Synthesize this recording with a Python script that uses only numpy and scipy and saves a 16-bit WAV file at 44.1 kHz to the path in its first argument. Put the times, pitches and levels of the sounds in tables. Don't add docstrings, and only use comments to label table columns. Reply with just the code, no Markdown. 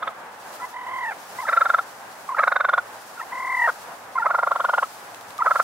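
import sys
import numpy as np
from scipy import signal
from scipy.fft import rfft, irfft, next_fast_len
from scipy.io import wavfile
from scipy.ndimage import uniform_filter1d, map_coordinates

SR = 44100
rng = np.random.default_rng(int(sys.argv[2]) if len(sys.argv) > 2 else 0)


def inscribe(sig):
    pcm = np.round(np.clip(np.atleast_2d(sig).T, -1, 1) * 32767)
    wavfile.write(sys.argv[1], SR, pcm.astype(np.int16))


N = 248283

# frequency in Hz, relative level in dB.
RUSH_COLOUR = [(15, -60), (25, -35), (38, -41), (69, -28), (107, -16), (145, -17.5), (210, -12.5),
               (370, -11), (480, -6.5), (791, 1), (1360, -4.5), (1590, -4.5), (2150, -12), (3870, -25),
               (4500, -33), (5850, -53), (9900, -120)]
# frequency in Hz, likeness from 0 to 1.
RUSH_LIKENESS = [(60, 0.99), (150, 1), (380, 0.92), (950, 0.55), (2380, 0.01), (5980, 0.01), (15000, 0.06)]
# frequency in Hz, relative level in dB.
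HISS_COLOUR = [(1470, -19), (2500, -2.5), (2740, -3.5), (3870, -3), (4870, -1.5), (10200, -5),
               (14700, -8.5), (15600, -9)]
# time in seconds, relative level in dB.
HISS_SWELL = [(0.02, -58.5), (0.32, -57.5), (0.55, -49.5), (0.69, -51.5), (0.78, -59), (1.41, -47.5),
              (1.97, -53), (2.47, -52.5), (2.62, -59.5), (3.01, -51), (3.48, -53), (3.7, -48), (4.07, -56),
              (4.92, -48.5), (5.01, -51.5), (5.43, -52.5), (5.57, -45), (5.62, -46.5)]
# frequency in Hz, relative level in dB.
HUM_TONES = [(48.4, -82), (107.7, -75), (124.7, -83), (171.6, -71.5), (215.3, -89)]
# time in seconds, level change in dB.
HUM_SWELL = [(0, -1), (2.7, -1), (3.4, -2), (4.1, 3), (5.6, 1)]

# time of the bark in seconds, relative levels in dB of the
# bark, the break and the clear tone, then the pitch of that tone in Hz.
GOBBLE_SYLLABLES = [(0.0296, -18, -23, -27, 1280), (0.078, -17, -29, -27, 1285),
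                    (1.49, -14.5, -12.5, -22, 1350), (1.531, -13.5, -13, -15, 1367),
                    (1.5707, -12.5, -10, -9, 1368), (1.6133, -13, -11, -9.5, 1360),
                    (1.6567, -14, -20.5, -13.5, 1380), (1.6993, -14, -7.5, -18, 1393),
                    (1.7424, -12.5, -5, -15, 1350), (1.788, -14.5, -13.5, -20.5, 1385),
                    (2.3929, -11, -27, -11.5, 1296), (2.4375, -9, -24, -22, 1426),
                    (2.479, -7.5, -18, -20.5, 1480), (2.5231, -10, -15, -23.5, 1440),
                    (2.5639, -9.5, -17, -21, 1510), (2.607, -11.5, -12.5, -21, 1457),
                    (2.6491, -11.5, -15.5, -19, 1497), (2.6919, -10.5, -14, -17.5, 1444),
                    (2.7371, -8.5, -13.5, -17, 1460), (2.7811, -10.5, -18, -16, 1457),
                    (4.2643, -10, -22, -21, 1330), (4.307, -12, -18.5, -17.5, 1420),
                    (4.3477, -10, -18.5, -14.5, 1400), (4.3898, -10, -17.5, -19, 1405),
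                    (4.4316, -12.5, -19, -18, 1386), (4.4741, -12, -23, -20.5, 1417),
                    (4.517, -9.5, -22, -18.5, 1400), (4.5606, -13, -25, -23, 1383),
                    (4.604, -10, -27, -20, 1410), (4.6483, -10.5, -20.5, -17, 1434),
                    (4.6938, -10.5, -21, -17.5, 1436), (4.739, -9.5, -20, -16.5, 1436),
                    (4.783, -10, -23, -16, 1440), (4.8306, -11, -28, -20.5, 1320),
                    (5.4675, -9, -29, -11, 1320), (5.5125, -9.5, -9.5, -17.5, 1350),
                    (5.5593, -10.5, -21, -17, 1386), (5.6, -9, -15, -17.5, 1383)]
# time in seconds, throat resonance in Hz, relative
# levels in dB of the mouth and the beak ring, pitch of the ring in Hz, its waver in radians.
THROAT_SETTINGS = [(0.05, 1280, -12.5, -22, 3505, 0.49), (1.5, 1446, -7, -28, 3760, .4),
                   (1.79, 1300, -16.5, -25, 3560, 0.39), (2.39, 1373, -10.5, -36, 3880, .9),
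                   (2.56, 1340, -12, -27, 3720, 0.61), (2.78, 1240, -15.5, -27, 3460, 0.48),
                   (4.26, 1170, -14, -43, 3760, .8), (4.47, 1113, -20.5, -36.5, 3620, 1.4),
                   (4.6, 1140, -27, -29.5, 3290, 1.5), (4.83, 1140, -21.5, -28.5, 2950, 1.2),
                   (5.47, 1270, -19, -39, 3300, 1.2), (5.6, 1256, -19, -36, 3900, 1.1)]
# start and length in seconds, start and end of the
# glide in Hz (before it is bent), relative level in dB, mouth resonance in dB.
YODEL_NOTES = [(0.598, 0.02, 1354, 1330, -38.5, -18), (0.613, 0.042, 980, 1005, -31.5, -9.5),
               (1.385, 0.024, 970, 1077, -27.5, -6), (1.415, 0.03, 1166, 792, -30.5, -10),
               (1.449, 0.013, 1310, 1320, -27.5, -18), (2.287, .023, 1203, 930, -24.5, -23),
               (2.311, 0.029, 1148, 930, -27, -25), (2.345, 0.0078, 1120, 1480, -21, -18),
               (2.357, 0.017, 1510, 1220, -32.5, -18), (3.175, 0.015, 1380, 1480, -36.5, -13),
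               (3.195, 0.013, 1435, 1226, -27.5, 3.5), (3.208, 0.013, 996, 862, -25.5, 3.5),
               (3.224, .015, 980, 1100, -31.5, -10), (4.154, 0.025, 1032, 1074, -22.5, -17.5),
               (4.177, 0.014, 1440, 1305, -19, -24), (4.193, 0.03, 997, 830, -26.5, -8),
               (4.22, 0.0192, 1340, 1450, -20, -22), (5.388, 0.014, 1270, 1123, -24, -21),
               (5.403, 0.014, 1084, 905, -19, -15), (5.419, 0.008, 1180, 1450, -13.5, -30),
               (5.423, 0.017, 1440, 1310, -31, -18)]
# start and length in seconds, top of the arch in Hz, final sag as
# a share of the pitch, relative level at start and end in dB, mouth resonance at start and end in dB,
# high overtones in dB, jitter as a share of the pitch, throb depth in dB, quaver delay in seconds.
WHINE_STRETCHES = [(0.727, 0.13, 1007, .025, -35, -33, -15.5, -13, -22, 0.026, 3, 0.00036),
                   (0.864, .192, 1032, 0.078, -31, -27.5, -14.5, -8.5, -22.5, .018, 2.5, 0.0117),
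                   (1.047, 0.06, 922, 0.092, -28, -25, -1, 5, -35, 0.0063, 0.5, 0.0027),
                   (3.317, 0.3546, 1032, .115, -31.5, -16.5, -13, 1.5, -42, 0.0085, 3.5, .022)]
# start and length in seconds, start and end pitch in Hz,
# relative level in dB, mouth resonance in dB.
VOICE_CRACKS = [(1.107, 0.029, 822, 716, -28, -3.5), (3.671, .037, 862, 340, -17.5, -24)]
# frequency in Hz, relative level in dB.
BREATH_COLOUR = [(300, -77), (700, 15.5), (2000, 7.5), (3000, -13), (4200, -11.5), (5000, -11.5),
                 (8000, -13), (15000, -42)]
# frequency in Hz, level change in dB.
BEAK_BASS_CUT = [(200, -32), (340, -13), (455, -0.5)]
# time in seconds, left level minus right level in dB, head start of
# the left side in microseconds (below zero, the right side is first).
HEAD_DIRECTION = [(0, -2, -57), (.9, -2, -103), (1.65, -0.4, -64), (2.6, -1.5, -45), (3.5, 1.5, -52),
                  (4.3, -1.5, -67), (4.7, 0.4, -78), (5.5, -1.3, -78)]

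# start in seconds, relative level in dB.
TICK_EVENTS = [(2.0624, -42), (5.1455, -19.5), (5.2106, -25), (5.306, -23.5), (5.3805, -20.5)]
# frequency in Hz, level change in dB.
TICK_COLOUR = [(800, -6), (3000, 5), (15000, -11)]


def amp(db):
    return 10 ** (np.asarray(db) / 20)


def unit(x):
    return x / np.sqrt(np.mean(x ** 2) + 1e-20)


def along(points, hz):
    freqs, values = np.transpose(points)
    return np.interp(np.log(hz + 1), np.log(freqs + 1), values)


def curves(rows, t):
    times, *columns = np.transpose(rows)
    return [np.interp(t, np.sort(times), column) for column in columns]


def span(start, end):
    return np.arange(max(0, round(start * SR)), round(end * SR)) / SR


def wobble(t, rate):
    steps = (t - t[0]) * rate
    return map_coordinates(rng.standard_normal(int(steps[-1]) + 4), [steps + 1], mode="nearest")


def fade(t, in_s, out_s):
    ramp = np.minimum((t - t[0]) / in_s, (t[-1] - t) / out_s)
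    return np.sin(np.pi / 2 * np.clip(ramp, 0, 1)) ** 2


def add(track, t, sound):
    part = track[round(t[0] * SR):][:len(sound)]
    part += sound[:len(part)]


def filtered(x, response):
    size = next_fast_len(N + 8192)
    return irfft(rfft(x, size) * response(np.fft.rfftfreq(size, 1 / SR)), size)[..., :N]


def coloured(x, colour):
    return filtered(x, lambda hz: amp(along(colour, hz)))


def rush(t, level_db=-40.5):
    def response(hz):
        spread = np.arccos(along(RUSH_LIKENESS, hz)) / 2
        return amp(along(RUSH_COLOUR, hz)) * [np.cos(spread), np.sin(spread)]

    mid, side = filtered(rng.standard_normal((2, N)), response)
    return unit(np.array([mid + side, mid - side])) * amp(level_db + 1.1 * wobble(t, rate=14))


def hiss(t, shared_power=0.057, boost_db=4):
    white = rng.standard_normal((2, N)) + np.sqrt(shared_power) * rng.standard_normal(N)
    noise = unit(coloured(white, HISS_COLOUR)) * amp([[0.3], [-0.3]])
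    return noise * amp(curves(HISS_SWELL, t)[0] + boost_db + 1.08 * wobble(t, rate=46))


def hum(t):
    tones = np.zeros(N)
    for hz, db in HUM_TONES:
        level = np.sqrt(2) * amp(db + 4.5 * wobble(t, rate=3.3))
        tones += level * np.sin(2 * np.pi * hz * t + 0.28 * wobble(t, rate=2.85))
    return tones * amp(curves(HUM_SWELL, t)[0])


def peak(x, centre, width):
    return 1 / (1 + ((x - centre) / width) ** 2) ** 2


def airway(hz, throat_hz, mouth_db, top_db, top_hz):
    windpipe = amp(-6.5) * peak(hz, centre=739, width=223)
    throat = peak(hz, throat_hz, width=342)
    mouth = amp(mouth_db) * peak(hz, centre=2055, width=304)
    top = amp(top_db) * peak(hz, top_hz, width=440)
    return np.sqrt(windpipe ** 2 + throat ** 2 + mouth ** 2 + top ** 2)


def voice(pitch, throat_hz, mouth_db, top_db, odd=1, top_hz=3600):
    harmonic = np.arange(1, 11)[:, None]
    hz = harmonic * pitch
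    phase = 2 * np.pi * (np.cumsum(pitch) / SR + rng.random())
    gain = airway(hz, throat_hz, mouth_db, top_db, top_hz) * np.where(harmonic % 2, odd, 1)
    lag = np.arctan((hz - throat_hz) / 350)
    strength = np.sqrt(np.sum(gain ** 2, axis=0) / 2)
    return np.sum(gain * np.sin(harmonic * phase - lag), axis=0) / strength


def gobble_syllable(at, bark_db, break_db, tone_db, tone_hz, bark_hz=599, shimmer_db=2):
    gaps = [at - start - length for start, length, *_ in YODEL_NOTES if start < at]
    since_yodel = min(gaps, default=np.inf)
    hold_s = 0.0012 + 0.021 * np.exp(-since_yodel / 0.022)
    slide_db = -42.5 + 20 * np.exp(-since_yodel / 0.086)
    throat_hz, mouth_db, beak_db, beak_hz, beak_waver = curves(THROAT_SETTINGS, at)
    bark_start, bark_end = at - hold_s / 2, at + hold_s / 2
    half_hz = tone_hz / 2
    # time in seconds, pitch in Hz, level in dB, odd harmonics and roughness from 0 to 1.
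    shape = [(bark_start - 0.023, 1060, slide_db - 22, 1, 0.1),
             (bark_start - 0.018, 970, slide_db, 1, 0.1),
             (bark_start - 0.011, 800, slide_db, 1, 0.3),
             (bark_start - 0.0055, bark_hz * 1.05, bark_db - 14, 1, 0.8),
             (bark_start, bark_hz * 0.8073, bark_db - 4.5, 1, 1),
             (bark_end + 0.0023, bark_hz * 1.154, bark_db - 3, 0.8, 1),
             (bark_end + 0.0036, half_hz, break_db, 0.2, 0.3),
             (bark_end + 0.0083, half_hz, tone_db, 0.02, 0.1),
             (bark_end + 0.01705, half_hz * 0.969, tone_db - 11.5, 0.02, 0.1),
             (bark_end + 0.021, half_hz * 0.85, slide_db - 4.5, 0.02, 0.1),
             (bark_end + 0.04, half_hz * 0.85, slide_db - 6, 0.02, 0.1)]
    t = span(shape[0][0], shape[-1][0])
    pitch, db, odd, rough = uniform_filter1d(np.array(curves(shape, t)), size=70, axis=1)
    pitch = pitch * np.exp(0.05 * rough * wobble(t, rate=700))
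    tone = voice(pitch, throat_hz, mouth_db + 9 * rough - 11, beak_db + 10 * rough - 11, odd, beak_hz)
    waver = beak_waver * wobble(t, rate=1300)
    ring = np.sin(2 * np.pi * beak_hz * t + waver) * peak(t, centre=at + 0.003, width=0.0053)
    level = amp(db + shimmer_db * rough * np.tanh(wobble(t, rate=564)))
    return t, level * tone + amp(bark_db + beak_db + 5.5) * ring


def yodel(start, length, start_hz, end_hz, level_db, mouth_db, flip_hz=1125, overlap_s=0.0036):
    t = span(start - overlap_s, start + length + overlap_s)
    glide = np.geomspace(start_hz, end_hz, len(t))
    bend = 0.37 * np.linspace(-1, 1, len(t)) ** 4
    pitch = (glide + bend * (flip_hz - glide)) * np.exp(0.004 * wobble(t, rate=430))
    level = amp(level_db + 2.4 * wobble(t, rate=227)) * fade(t, in_s=0.01, out_s=0.0085)
    return t, level * voice(pitch, throat_hz=1110, mouth_db=mouth_db, top_db=-45)


def whine(start, length, crest_hz, sag, start_db, end_db, start_mouth_db, end_mouth_db, top_db,
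          jitter, throb_db, quaver_lag, quaver_hz=41.15, crest_at=0.4, calm_s=0.033):
    t = span(start, start + length)
    progress = np.linspace(0, 1, len(t))
    climb_left = np.clip(1 - progress / crest_at, 0, 1)
    past_crest = np.clip((progress - crest_at) / (1 - crest_at), 0, 1)
    arch = 1 - 0.0331 * climb_left ** 2 - sag * past_crest ** 2.3
    beat = np.pi * quaver_hz * (t - start - quaver_lag)
    unrest = np.clip((t[-1] - t) / calm_s, 0, 1)
    quaver = 0.096 * unrest * (np.abs(np.cos(beat)) - 2 / np.pi)
    pitch = crest_hz * arch * np.exp(quaver + jitter * wobble(t, rate=700))
    effort = progress ** 1.67
    throb = throb_db * unrest * np.cos(2 * beat + 1.93) + wobble(t, rate=56.4)
    db = start_db + (end_db - start_db) * effort + throb + 0.15 * wobble(t, rate=630)
    mouth_db = start_mouth_db + (end_mouth_db - start_mouth_db) * effort + throb
    tone = voice(pitch, throat_hz=1268, mouth_db=mouth_db, top_db=top_db, top_hz=3360)
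    return t, amp(db) * fade(t, in_s=0.0031, out_s=0.008) * tone


def crack(start, length, start_hz, end_hz, level_db, mouth_db, jitter=0.044, rasp_db=3, overlap_s=0.003):
    t = span(start - overlap_s, start + length + overlap_s)
    pitch = np.geomspace(start_hz, end_hz, len(t)) * np.exp(jitter * wobble(t, rate=400))
    level = amp(level_db + rasp_db * np.tanh(wobble(t, rate=482))) * fade(t, in_s=0.011, out_s=0.018)
    return t, level * voice(pitch, throat_hz=1320, mouth_db=mouth_db, top_db=-34, top_hz=3340)


def turkey(breath_db=-17.5):
    calls = np.zeros(N)
    for note, rows in ((gobble_syllable, GOBBLE_SYLLABLES), (yodel, YODEL_NOTES),
                       (whine, WHINE_STRETCHES), (crack, VOICE_CRACKS)):
        for row in rows:
            add(calls, *note(*row))
    breath = coloured(calls * rng.standard_normal(N), BREATH_COLOUR)
    return coloured(calls + amp(breath_db) * breath, BEAK_BASS_CUT)


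def direct_sound(bird):
    samples = np.arange(N)
    balance_db, lead_us = curves(HEAD_DIRECTION, samples / SR)
    shift = lead_us * SR / 1e6
    return np.array([amp(side * balance_db / 2) * map_coordinates(bird, [samples + side * shift / 2])
                     for side in (1, -1)])


def snow_scatter(bird, decay_s=0.24, level_db=-23):
    t = np.arange(SR // 2) / SR
    build_up = 1 - np.exp(-t / 0.0021)
    echoes = rng.standard_normal((2, len(t))) * amp(-60 * t / decay_s) * build_up
    echoes /= np.linalg.norm(echoes[0])
    return amp(level_db) * signal.fftconvolve(bird[None], echoes, axes=1)[:, :N]


def ticks(decay_s=0.014, trim_db=-9):
    clicks = np.zeros((2, N))
    t = np.arange(SR // 20) / SR
    for start, db in TICK_EVENTS:
        for channel in clicks:
            add(channel, start + t, amp(db + trim_db - 60 * t / decay_s) * rng.standard_normal(len(t)))
    return coloured(clicks, TICK_COLOUR)


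def scene():
    t = np.arange(N) / SR
    bird = turkey()
    return direct_sound(bird) + snow_scatter(bird) + rush(t) + hiss(t) + hum(t) + ticks()


def record(dry):
    return filtered(dry, lambda hz: hz < 15780)


dry = scene()
out = record(dry)
inscribe(out)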